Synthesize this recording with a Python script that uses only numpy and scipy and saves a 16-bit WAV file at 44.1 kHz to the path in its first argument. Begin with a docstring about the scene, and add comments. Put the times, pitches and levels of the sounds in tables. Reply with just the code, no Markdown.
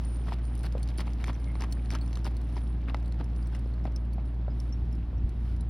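"""A ridden horse trots past on a hard, gritty dirt road and moves off, about three footfalls a second.
Each hoof lands with a hollow knock inside a scuff of crushed earth and sand. Kicked pebbles click, the
metal tack clinks and rings, and the saddle creaks. Underneath, a nearby generator hums over a soft wash
of air. Near the end a little wind buffets the microphone, the hum wavers, and a fine treble hiss dips
and swells."""
import sys
import numpy as np
from scipy import signal
from scipy.fft import rfft, irfft
from scipy.io import wavfile

SR = 44100
rng = np.random.default_rng(int(sys.argv[2]) if len(sys.argv) > 2 else 0)


def file_out(sig):
    """Save sig as 16-bit WAV at sys.argv[1]."""
    # one column per channel
    cols = np.atleast_2d(sig).T
    # limit, then scale
    lim = np.clip(cols, -1, 1)
    pcm = np.round(lim * 32767).astype(np.int16)
    wavfile.write(sys.argv[1], SR, pcm)


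N = 250929
TIME = np.arange(N) / SR

# hoof hits: (time [s], knock level [dB], hollow pitch [Hz], ring length [cycles], crack level [dB])
HOOF_HITS = [(.2825, -33, 805, 5, -44), (.3212, -28, 910, 12, -34), (.6445, -37, 627, 4.3, -37),
             (0.7505, -28, 517, 13, -70), (.7706, -34.5, 530, 8, -65), (0.9832, -44, 477, 2.2, -36),
             (0.995, -35, 1010, 4, -31), (1.0053, -30.5, 1220, 5.3, -24.5), (1.071, -39, 770, 7, -41),
             (1.2407, -42, 790, 4, -20.5), (1.2813, -34, 980, 7.9, -27), (1.2962, -33, 1000, 10, -40),
             (1.554, -39.5, 800, 5.2, -33), (1.619, -46, 960, 4, -45), (1.6375, -37, 910, 5.4, -27),
             (1.9045, -57, 1000, 4, -25.5), (1.9503, -33, 1120, 5.3, -27), (1.9535, -29, 1260, 6.5, -44),
             (2.171, -37, 1080, 2.3, -32), (2.2659, -29, 870, 4.9, -34), (2.5665, -32.5, 840, 4.9, -35),
             (2.9452, -25, 780, 3.5, -17.5), (3.204, -34.5, 560, 3.9, -43), (3.2105, -36.5, 755, 4.7, -47),
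             (3.5485, -41, 1100, 5.2, -32), (3.659, -39, 507, 7, -65), (3.8533, -27.5, 714, 7.7, -30),
             (3.8755, -37.5, 596, 8, -54), (4.181, -35.5, 670, 9.2, -52), (4.4805, -31.5, 604, 6.4, -67),
             (5.129, -40.5, 520, 7.1, -67)]
# hoof wall on packed ground: (pitch [Hz], level [dB])
HOOF_WALL_MODES = [(1300, -8), (1750, -10.5), (2120, -4.5)]

def hoof_knocks():
    """The cupped sole gives a hollow note; a hard landing also cracks the hoof wall and snaps grit."""
    sole, wall = np.zeros(N), np.zeros(N)
    road_hz = 507
    road = mode(road_hz, t60=0.0089, contact=0.0013)
    for s, db, hz, cycles, crack_db in HOOF_HITS:
        hollow = mode(hz, t60=cycles / hz, contact=0.91 / hz)
        add(sole, s, from_db(db) * hollow / np.abs(hollow).max())
        firmness = np.clip(hz / road_hz - 1, 0, .5)  # a firm landing rings higher, drives the road harder
        add(sole, s, from_db(db - 0.5) * firmness * road)
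        add(sole, s, from_db(db - 14.5) * burst(t60=0.065, low_hz=382, high_hz=1000))
        add(sole, s, from_db(crack_db - 22) * burst(t60=0.013, low_hz=2380, high_hz=5800))
        for k, (wall_hz, wall_db) in enumerate(HOOF_WALL_MODES):
            crack = mode(wall_hz * (1 + rng.normal(0, 0.076)), t60=0.0078, contact=0.00016)
            add(wall, s, (-1) ** k * from_db(crack_db + wall_db) * crack)
    earth_cushion = signal.butter(8, 2450, fs=SR, output="sos")
    return sole + signal.sosfilt(earth_cushion, wall)


# hoof scuffs, then in the last row a faint, soft swell of hiss near the end:
# (start [s], end [s], body level [dB], top level [dB])
NOISE_STROKES = [(0.271, 0.293, -48, -58), (0.315, 0.341, -47, -55.5), (0.638, 0.668, -48, -55),
                 (0.89, 0.905, -54, -61), (.986, 1.016, -47, -51.5), (1.069, 1.08, -50.5, -65),
                 (1.2, 1.23, -52.5, -65), (1.263, 1.269, -56, -56), (1.276, 1.302, -42.5, -56),
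                 (1.606, 1.644, -45.5, -59), (1.917, 1.961, -44.5, -56), (2.251, 2.276, -44.5, -55),
                 (2.567, 2.582, -48, -64), (2.884, 2.901, -45, -63.5), (3.193, 3.214, -51, -67),
                 (3.523, 3.567, -56, -65), (3.852, 3.879, -56.5, -70), (4.18, 4.202, -61, -86),
                 (5.453, 5.543, -63, -70)]
# EQ of crushed earth, snapping clods and sprayed sand: (frequency [Hz], level [dB])
EARTH_EQ = [(150, -12), (400, 8), (800, 13), (1400, 5.5), (2200, 1), (3000, 2), (5000, -14), (9000, -29),
            (16000, -60)]
CLOD_EQ = [(500, -5), (1100, 4), (2200, 1), (3000, -6), (5500, -11.5), (7500, -24), (10000, -11),
           (16000, -35)]
SAND_EQ = [(1200, -20), (3000, 1), (5000, 4.5), (6500, -9), (9000, -3.5), (12000, -8.5), (14000, -19),
           (16000, -17)]

def scuffs_and_swell():
    """Sand sprays and earth crunches as a leg takes the weight; the last stroke is just a soft hiss."""
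    attack_s, release_s, swell_db = 0.0042, 0.0054, 4
    body, top = np.zeros(N), np.zeros(N)
    for start, end, body_db, top_db in NOISE_STROKES:
        attack = np.minimum(TIME - start, 0) / attack_s
        release = np.maximum(TIME - end, 0) / release_s
        stroke = np.exp(attack - release) + 1e-18
        ramp = np.clip((TIME - start) / (end - start), 0, 1) - .5
        body += from_db(body_db + swell_db * ramp) * stroke
        top += from_db(top_db) * stroke
    thud = from_db(0.5) * noise([(60, -35), (130, -3.5), (260, 1), (500, -13), (1500, -62)])
    fine = from_db(-2) * crumbs(EARTH_EQ, per_s=4500, spread_db=2, cycles=12)
    coarse = from_db(-4) * crumbs(CLOD_EQ, per_s=380, spread_db=1.3, cycles=12)
    spray = grains(SAND_EQ, per_s=3500, spread_db=3)
    # a hoof catches and slips, so earth and sand give way together in clumps
    catch_db = 2.2 * flutter([(1, -10), (60, -10), (150, 0), (400, -6), (1200, -70)])
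    return body * thud + rms_one(from_db(catch_db)) * (body * (fine + coarse) + top * spray)


# the horse's weight coming down: (time [s], level [dB], pitch [Hz])
WEIGHT_THUMPS = [(0.2888, -26, 190), (0.332, -36, 164), (0.9854, -26, 290), (1.299, -35, 220),
                 (2.2829, -29, 195), (2.905, -37, 175), (3.2043, -28, 270), (3.8538, -24, 235)]

def hoof_thumps():
    """The road gives under the loaded leg with a low, dead thump."""
    out = np.zeros(N)
    for s, db, hz in WEIGHT_THUMPS:
        add(out, s, from_db(db) * mode(hz, t60=0.027, contact=0.0018))
    return out


# the horse's pass, negative when moving off: (time [s], speed towards the microphone [m/s])
APPROACH_SPEED = [(0, 1.5), (0.9, 1.3), (1.5, -0.3), (2.3, -1.8), (2.6, -2.8), (3.4, -3.4), (5.69, -3.7)]

def distance_db(s):
    """Level relative to the start, falling as one over the horse's distance."""
    start_m, clock = 5.5, TIME[::100]
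    speed = np.interp(clock, *np.transpose(APPROACH_SPEED))
    metres = start_m - np.cumsum(speed) * clock[1]
    return np.interp(s, clock, 20 * np.log10(start_m / metres))


def each_step(lag_s, scatter_s, count):
    """Trigger times scattered around a steady trot, count of them per step."""
    first_s, step_s = .345, .3205
    steps = np.repeat(np.arange(first_s, N / SR, step_s), count)
    return np.clip(steps + lag_s + scatter_s * rng.standard_normal(len(steps)), 0, TIME[-1])


# featured pebble clicks: (time [s], level [dB], pitch [Hz])
PEBBLE_CLICKS = [(0.048, -37, 4400), (0.159, -39, 4450), (.258, -41, 2100), (.3855, -42, 2150),
                 (0.452, -41, 4460), (0.634, -36, 4600), (0.7242, -36.5, 5000), (.7795, -35, 2750),
                 (0.838, -38, 4420), (0.875, -36, 4700), (0.888, -34, 3930), (0.9825, -28, 4630),
                 (1.0055, -30, 3300), (1.0685, -39, 1800), (1.1035, -40, 2000), (1.1337, -37, 4900),
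                 (1.2415, -26, 3400), (1.258, -43, 5300), (1.331, -37, 1900), (1.4426, -38, 4400),
                 (1.5539, -40, 4220), (1.6067, -29, 5600), (1.6202, -30, 5070), (1.6425, -36, 1750),
                 (1.724, -30.5, 5270), (1.8495, -41, 1800), (1.8585, -39, 4400), (1.9042, -27.5, 5450),
                 (1.913, -29, 4600), (1.95, -32, 5460), (1.951, -24.5, 3200), (1.9865, -39, 3000),
                 (2.0625, -44, 4250), (2.0775, -38, 5100), (2.1085, -46, 5750), (2.1297, -33.5, 4200),
                 (2.138, -42, 5300), (2.155, -30, 4130), (2.172, -31, 3100), (2.1905, -42, 2050),
                 (2.245, -31, 5370), (2.254, -29, 4750), (2.4915, -43, 2150), (2.5575, -38, 2950),
                 (2.8165, -47, 3100), (2.9452, -39, 4370), (2.9685, -40, 3800), (3.027, -43, 2300),
                 (3.1224, -35, 4320), (3.1435, -44, 1950), (3.362, -39.5, 4430), (3.549, -32, 2740),
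                 (3.5534, -38.5, 5440), (3.841, -42.5, 5200), (3.922, -43, 2000), (3.9612, -36, 5800)]
# ring of a pebble: (pitch multiple, level [dB])
PEBBLE_MODES = [(1, 1.5), (1.37, -9.5), (1.9, -11.5)]

def pebbles():
    """Stone on stone: a very short ping with a spit of grit; every push-off kicks two faint extras."""
    out, trim_db = np.zeros(N), -3.5
    times = each_step(lag_s=0.34, scatter_s=0.038, count=2)
    kicked = [(s, -49 + 1.5 * distance_db(s) + 6 * (size - .5), 2200 + 3200 * pitch)
              for s, (size, pitch) in zip(times, rng.random((len(times), 2)))]
    for s, db, hz in list(PEBBLE_CLICKS) + kicked:
        for multiple, mode_db in PEBBLE_MODES:
            ping = mode(hz * multiple, t60=0.0057, contact=0.00065, length=0.02)
            add(out, s, from_db(db + trim_db + mode_db) * ping)
        spit = burst(t60=0.026, low_hz=0.35 * hz, high_hz=5500 + 0.54 * hz)
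        add(out, s, from_db(db + trim_db - 12) * spit)
    return out


JOLT_S = 0.099  # the rider's bounce shakes the tack this long after each step
# buckles and bit chain: (time [s], level [dB], base pitch [Hz], decay t60 [s], brightness [dB])
TACK_CLINKS = [(0.552, -57.5, 4950, 0.018, 20), (0.577, -56, 5000, 0.013, 18),
               (0.592, -55, 5030, 0.016, 17), (0.607, -64, 4900, 0.015, 15), (0.631, -57, 5000, 0.015, 17),
               (0.829, -35.5, 4600, 0.018, -4), (0.975, -53.5, 4940, 0.032, 18),
               (1.341, -54.5, 5750, 0.049, -17), (1.7241, -31, 4320, 0.017, 1.5),
               (2.011, -47.5, 4350, 0.06, -9.5), (2.19, -49, 4400, .015, -12),
               (2.367, -41, 4280, 0.012, -7), (2.414, -47.5, 4140, 0.016, -6),
               (2.637, -56, 4400, 0.015, -5), (2.648, -57, 5400, 0.014, -7), (2.675, -53, 5350, 0.016, -5),
               (3.059, -49.5, 4000, 0.015, -2), (3.078, -51, 4450, 0.021, -4),
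               (3.242, -51, 5350, 0.021, -1), (3.426, -45.5, 4860, 0.019, -14),
               (3.457, -53, 5650, 0.029, -25), (3.47, -52.5, 4340, 0.021, 9.5),
               (3.591, -53, 4600, 0.016, 8), (3.657, -56, 5100, 0.018, -11),
               (3.737, -48.5, 4420, 0.02, -15), (3.79, -54, 4220, 0.021, -11),
               (3.9608, -32.5, 5350, 0.015, -24), (4.1304, -54, 4500, 0.035, -6),
               (4.132, -60.5, 5540, 0.047, 10), (4.256, -58, 5300, 0.029, 7),
               (4.503, -59.5, 5020, .08, -30), (4.6005, -34.5, 5450, 0.011, -17),
               (4.724, -46.5, 5550, 0.07, -28), (4.9272, -39, 5370, 0.015, -23),
               (4.953, -54, 5200, .018, -6), (5.179, -58, 5600, 0.035, -21),
               (5.2925, -49.5, 4580, 0.011, 3), (5.563, -57, 5200, 0.014, 9),
               (5.606, -51.5, 4000, 0.048, -2), (5.608, -58, 5250, 0.03, 17.5)]

def tack():
    """Links clink and rattle against their neighbours until leather damps them; steps add faint taps."""
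    out = np.zeros(N)
    bounce_s, bounce_db = .003, -7
    times = each_step(lag_s=JOLT_S, scatter_s=0.049, count=3)
    taps = [(s, -57 + .65 * distance_db(s) + 7 * (size - .5), 4250 + 1400 * pitch ** 2, .012, -2)
            for s, (size, pitch) in zip(times, rng.random((len(times), 2)))]
    for s, db, hz, t60, bright_db in TACK_CLINKS + taps:
        away_db = distance_db(s)
        scrape = burst(t60=0.03, low_hz=3600, high_hz=10300)
        add(out, s, from_db(db + bright_db / 2 - 7.5) * scrape)
        add(out, s, from_db(db) * link(hz, bright_db, away_db, t60, spread=.005))
        bounce_lags = np.cumsum(bounce_s * (.5 + rng.random(3)))
        for k, lag in enumerate(bounce_lags, 1):
            neighbour = link(hz, bright_db, away_db, t60=.011, spread=.06)
            add(out, s + lag, from_db(db + k * bounce_db) * neighbour)
    chatter = flutter([(1, 0), (300, 0), (800, -15), (2500, -70)])
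    return out * (0.86 + .35 * chatter)


# ring of a small metal link: (pitch multiple, level [dB])
LINK_PARTIALS = [(0.997, 0.5), (1.06, -8.5), (1.22, -18.5), (1.571, -16), (1.92, -1), (2.07, -10),
                 (2.3, -20.5), (3.61, -9)]

def link(hz, bright_db, away_db, t60, spread):
    """One link rings; its shape and the spot struck vary the tuning and strength of each partial."""
    multiple, mode_db = np.transpose(LINK_PARTIALS)[:, :, None]
    detune, strength = rng.standard_normal((2, len(LINK_PARTIALS), 1))
    far_db = 1.6 * (hz * multiple / 16000) ** 2 * away_db  # the top fades fastest as the horse leaves
    tilt_db = bright_db * np.minimum(multiple - 1, 1)
    gains = from_db(mode_db + far_db + tilt_db + 2 * strength)
    partials = mode(hz * multiple * (1 + spread * detune), t60, contact=0.0014, length=t60)
    return np.sum(gains * partials, axis=0)


# hard jolts to the bridle: (time [s], level [dB])
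BRIDLE_JOLTS = [(0.042, -50), (0.129, -56.5), (0.425, -57.5), (1.44, -65), (1.54, -63), (1.724, -61.5),
                (1.82, -68), (2.02, -65), (2.525, -62.5), (2.61, -61.5), (3.36, -62.5), (3.96, -81.5),
                (4.255, -71), (4.6, -73)]

def bridle_ring():
    """A loose steel ring sings when jolted, shimmering as it rolls; every step stirs it a little."""
    pitch_hz, wobble_hz, attack_s, t60 = 9490, 14, .016, 0.41
    speed, = in_time(APPROACH_SPEED)
    doppler = 1 + speed / 343  # the pitch sinks as the horse passes
    hz = pitch_hz * doppler + wobble_hz * flutter([(1, 0), (40, 0), (100, -20), (400, -80)])
    stirs = [(s, -69 + distance_db(s)) for s in each_step(lag_s=JOLT_S, scatter_s=0.029, count=1)]
    envelope = np.zeros(N)
    for s, db in BRIDLE_JOLTS + stirs:
        add(envelope, s, from_db(db - 60 * TIME / t60) * np.minimum(TIME / attack_s, 1))
    shimmer = 1 + 0.49 * flutter([(1, -3), (40, 8.5), (120, -4), (400, -74.5)])
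    return envelope * shimmer * np.sin(2 * np.pi * np.cumsum(hz) / SR)


# leather creaks under the rider: (time [s], level [dB], pitch [Hz], half length [s])
SADDLE_CREAKS = [(1.495, -53.5, 2160, 0.021), (1.788, -59, 2540, 0.012)]

def saddle():
    """Leather sticks and slips, each slip ringing one narrow resonance."""
    out = np.zeros((2, N))
    for s, db, hz, width in SADDLE_CREAKS:
        resonance = [(hz / 2, -40), (hz * 0.95, -11), (hz, 0), (hz * 0.97, -11), (hz * 2, -50)]
        out += from_db(db) * bump(s, width) * grains(resonance, per_s=600, spread_db=1.5)
    return out


# EQ of falling gravel: (frequency [Hz], level [dB])
GRAVEL_EQ = [(600, -17.5), (1200, 9), (2200, 8), (4500, -1.5), (6500, -14), (10000, -26), (13000, -21),
             (16000, -24.5)]

def gravel():
    """Small kicked stones fall back behind the horse."""
    stones = crumbs(GRAVEL_EQ, per_s=260, spread_db=2.5, cycles=10)
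    return from_db(-67 + 0.71 * distance_db(TIME)) * stones


# exhaust tones, in quarter steps from four unequal cylinders: (firing rate multiple, level [dB])
EXHAUST_ORDERS = [(1, -29), (1.498, -56.5), (1.751, -55.5), (2, -43), (2.249, -50.5), (2.75, -50.5),
                  (3, -53), (3.5, -57.5), (4, -54.5), (4.75, -55), (6, -66.5)]
# brief dips and swells of the hum: (time [s], level change [dB], half length [s])
HUM_SWELLS = [(1.383, -2, 0.027), (2.813, -3, 0.018), (4.32, -1, 0.073), (5.057, -8.5, 0.013),
              (5.118, -4, 0.022), (5.185, 0, .02), (5.25, 1, 0.016), (5.33, -3.5, .025), (5.44, 1, 0.021)]
# EQ of the engine block's rumble: (frequency [Hz], level [dB])
RUMBLE_EQ = [(20, -40.5), (40, 4.5), (80, 5.5), (120, -0.5), (165, 2.5), (210, 1.5), (270, -0.1), (330, -2),
             (400, -10), (600, -49.5), (2000, -69.5)]
# fader ride of that rumble: (time [s], level [dB])
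RUMBLE_FADER = [(0, -45), (2.6, -44), (3.2, -45), (5.69, -44)]

def generator():
    """Exhaust pulses at a governed speed over engine rumble; uneven combustion wavers the weak orders."""
    firing_hz, hum = 58.194, 0
    for multiple, db in EXHAUST_ORDERS:
        depth = {1: .035, 2: .15}.get(multiple, .35)
        waver = 1 + depth * flutter([(1, 0), (4, 0), (12, -25), (40, -90)])
        # whole orders line up into the exhaust pulse; those between fall anywhere in the cycle
        between = abs(multiple - round(multiple)) > .1
        turns = multiple * firing_hz * TIME + rng.random() * between
        hum -= from_db(db + 2.5) * waver * np.cos(2 * np.pi * turns)
    swell_db = sum(db * bump(s, width) for s, db, width in HUM_SWELLS)
    rumble_db, = in_time(RUMBLE_FADER)
    return from_db(swell_db) * hum + from_db(rumble_db) * noise(RUMBLE_EQ)


# gusts: (peak time [s], level [dB], half length [s])
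WIND_GUSTS = [(0.03, -57, 0.17), (1.24, -45, 0.17), (4.835, -40.5, 0.14), (5.168, -39, 0.18),
              (5.252, -35, 0.022), (5.598, -42, 0.19)]
# bass-heavy EQ of the wind: (frequency [Hz], level [dB])
WIND_EQ = [(20, -18), (40, 14.5), (60, 6.5), (90, 18), (130, -22), (300, -37), (1500, -101.5)]

def wind():
    """Gusts buffet the microphone with a low, lumpy rumble."""
    gusts = sum(from_db(db) * bump(s, width) for s, db, width in WIND_GUSTS)
    lumps_db = 2 * flutter([(1, 0), (9, 0), (20, -25), (60, -90)])
    return gusts * from_db(lumps_db) * noise(WIND_EQ)


# fader ride of a fine treble hiss: (time [s], level [dB])
HISS_FADER = [(0.0, -66.5), (0.4, -75), (1.93, -75), (2.31, -78), (2.54, -71), (2.71, -85), (3.6, -76),
              (4.23, -101), (4.34, -103), (4.6, -71.5), (4.72, -77), (5.21, -84.5), (5.45, -73.5),
              (5.69, -88)]
# EQ of its grainy layer: (frequency [Hz], level [dB])
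HISS_EQ = [(2000, 4), (4000, -6), (5500, 2), (7500, -10.5), (9800, 1.5), (12000, -13.5), (14000, -5.5),
           (16000, -30)]

def treble_hiss():
    """A fine hiss, one layer grainy and one smooth, which dips and swells near the end."""
    hiss_db, = in_time(HISS_FADER)
    grainy = grains(HISS_EQ, per_s=3000, spread_db=3.5)
    smooth = noise([(955, -15), (1910, -2), (3820, 0), (7640, -22), (15280, -40)])
    return from_db(hiss_db + 4) * grainy + from_db(-35.5 + 0.48 * hiss_db) * smooth


# EQ of the background bed: (frequency [Hz], level [dB])
WASH_EQ = [(200, -21.5), (350, 1.5), (500, 0.5), (750, -0.5), (1200, -7.5), (1700, -11.5), (2200, -15.5),
           (3000, -18.5), (5000, -27), (7000, -37.5), (9500, -38.5), (12000, -39), (16000, -44.5)]

def air_wash():
    """A soft bed of machine noise and open air whose level slightly follows the horse's pass."""
    return from_db(-54.5 + 0.2 * distance_db(TIME)) * noise(WASH_EQ)


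# stereo image of diffuse sound: (frequency [Hz], left-right correlation [0-1])
STEREO_LIKENESS = [(100, .999), (300, .995), (700, .86), (2400, .92), (5000, .78), (12000, .76)]

def coloured(pair, eq):
    """Two unrelated white signals become a stereo pair with the given EQ; rms 1."""
    alike = np.clip(per_bin(STEREO_LIKENESS), 0, 1)
    mid, side = rfft(pair) * from_db(per_bin(eq))
    return rms_one(irfft(np.sqrt(1 + alike) * mid + np.sqrt(1 - alike) * side * [[1], [-1]], N))


def noise(eq):
    """Smooth stereo noise through an EQ of (frequency [Hz], level [dB]) points."""
    return coloured(rng.standard_normal((2, N)), eq)


def flutter(eq):
    """A mono random modulator."""
    return noise(eq)[0]


def grains(eq, per_s, spread_db):
    """Many tiny clicks of uneven size."""
    sizes = from_db(spread_db * np.minimum(rng.exponential(1, N), 4))
    return coloured(rng.standard_normal((2, N)) * sizes * (rng.random(N) < per_s / SR), eq)


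def crumbs(eq, per_s, spread_db, cycles):
    """Bits of earth and stone break one by one, each ringing a few cycles at one of 13 pitches."""
    sizes = from_db(spread_db * np.minimum(rng.exponential(1, N), 3))
    breaks = rng.random(N) < per_s / SR
    clicks = sizes * breaks * np.sign(rng.random((2, N)) - .5)
    pitches = np.geomspace(550, 6200, 13)
    pitch_index = rng.integers(0, len(pitches), N)
    out = 0
    for k, hz in enumerate(pitches):
        decay = from_db(-60 * hz / (cycles * SR))
        resonator = [1, -2 * decay * np.cos(2 * np.pi * hz / SR), decay ** 2]
        ringing = signal.lfilter([1, 0, -1], resonator, clicks * (pitch_index == k) + 1e-18)
        out += np.sqrt(hz) * rms_one(ringing)
    return coloured(out, eq)


def mode(hz, t60, contact, length=.1):
    """A damped sine that builds up over the contact time; times in seconds."""
    t = TIME[:int(length * SR)]
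    attack = 1 - np.exp(-(t / contact) ** 2)
    return np.sin(2 * np.pi * hz * t) * from_db(-60 * t / t60) * attack * (hz < SR / 2)


def burst(t60, low_hz, high_hz):
    """A dying 30 ms burst of band-passed noise."""
    t = TIME[:int(0.03 * SR)]
    band = signal.butter(2, [low_hz, high_hz], "band", fs=SR, output="sos")
    return rms_one(signal.sosfilt(band, rng.standard_normal(len(t)))) * from_db(-60 * t / t60)


def bump(s, width):
    """A bell-shaped envelope peaking at time s."""
    return np.exp(-((TIME - s) / width) ** 2)


def add(track, s, sound):
    """Mix a sound in at a time."""
    start = max(round(s * SR), 0)
    track[start:start + len(sound)] += sound[:N - start]


def from_db(db):
    """Decibels to gain."""
    return 10 ** (np.asarray(db) / 20)


def rms_one(x):
    """Scale to unit rms."""
    return x / np.sqrt(np.mean(x ** 2) + 1e-20)


def in_time(rows):
    """Columns of a curve at every sample."""
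    s, *columns = np.transpose(rows)
    return [np.interp(TIME, s, c) for c in columns]


def per_bin(points):
    """A table over frequency, read at every spectral bin."""
    hz, value = np.transpose(points)
    return np.interp(np.log(np.arange(N // 2 + 1) * SR / N + 1), np.log(hz), value)


def scene():
    """The mix: knocks and scuffs sit a little left, everything else around the centre."""
    pan_left = from_db([[.85], [-.85]])
    hooves = (hoof_knocks() + scuffs_and_swell()) * pan_left + hoof_thumps()
    horse = hooves + pebbles() + tack() + bridle_ring() + saddle()
    return horse + generator() + air_wash() + treble_hiss() + gravel() + wind()


# phase between the two microphone ports: (frequency [Hz], left lead [rad])
PORT_LEAD = [(20, 0), (700, 0.05), (3500, 0.15), (5200, 0.4), (6200, 1.6), (7400, 3.14), (9800, 6.1),
             (11500, 6.9), (13600, 9.4), (15600, 12.4)]

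def record(dry):
    """The two ports drift apart in phase through the treble; the top is cut."""
    cutoff_hz = 16200
    phase_turn = np.exp(.5j * per_bin(PORT_LEAD) * [[1], [-1]])
    ports = irfft(rfft(dry) * phase_turn, N)
    return signal.sosfilt(signal.ellip(10, .1, 80, cutoff_hz, fs=SR, output="sos"), ports)


dry = scene()
out = record(dry)
file_out(out)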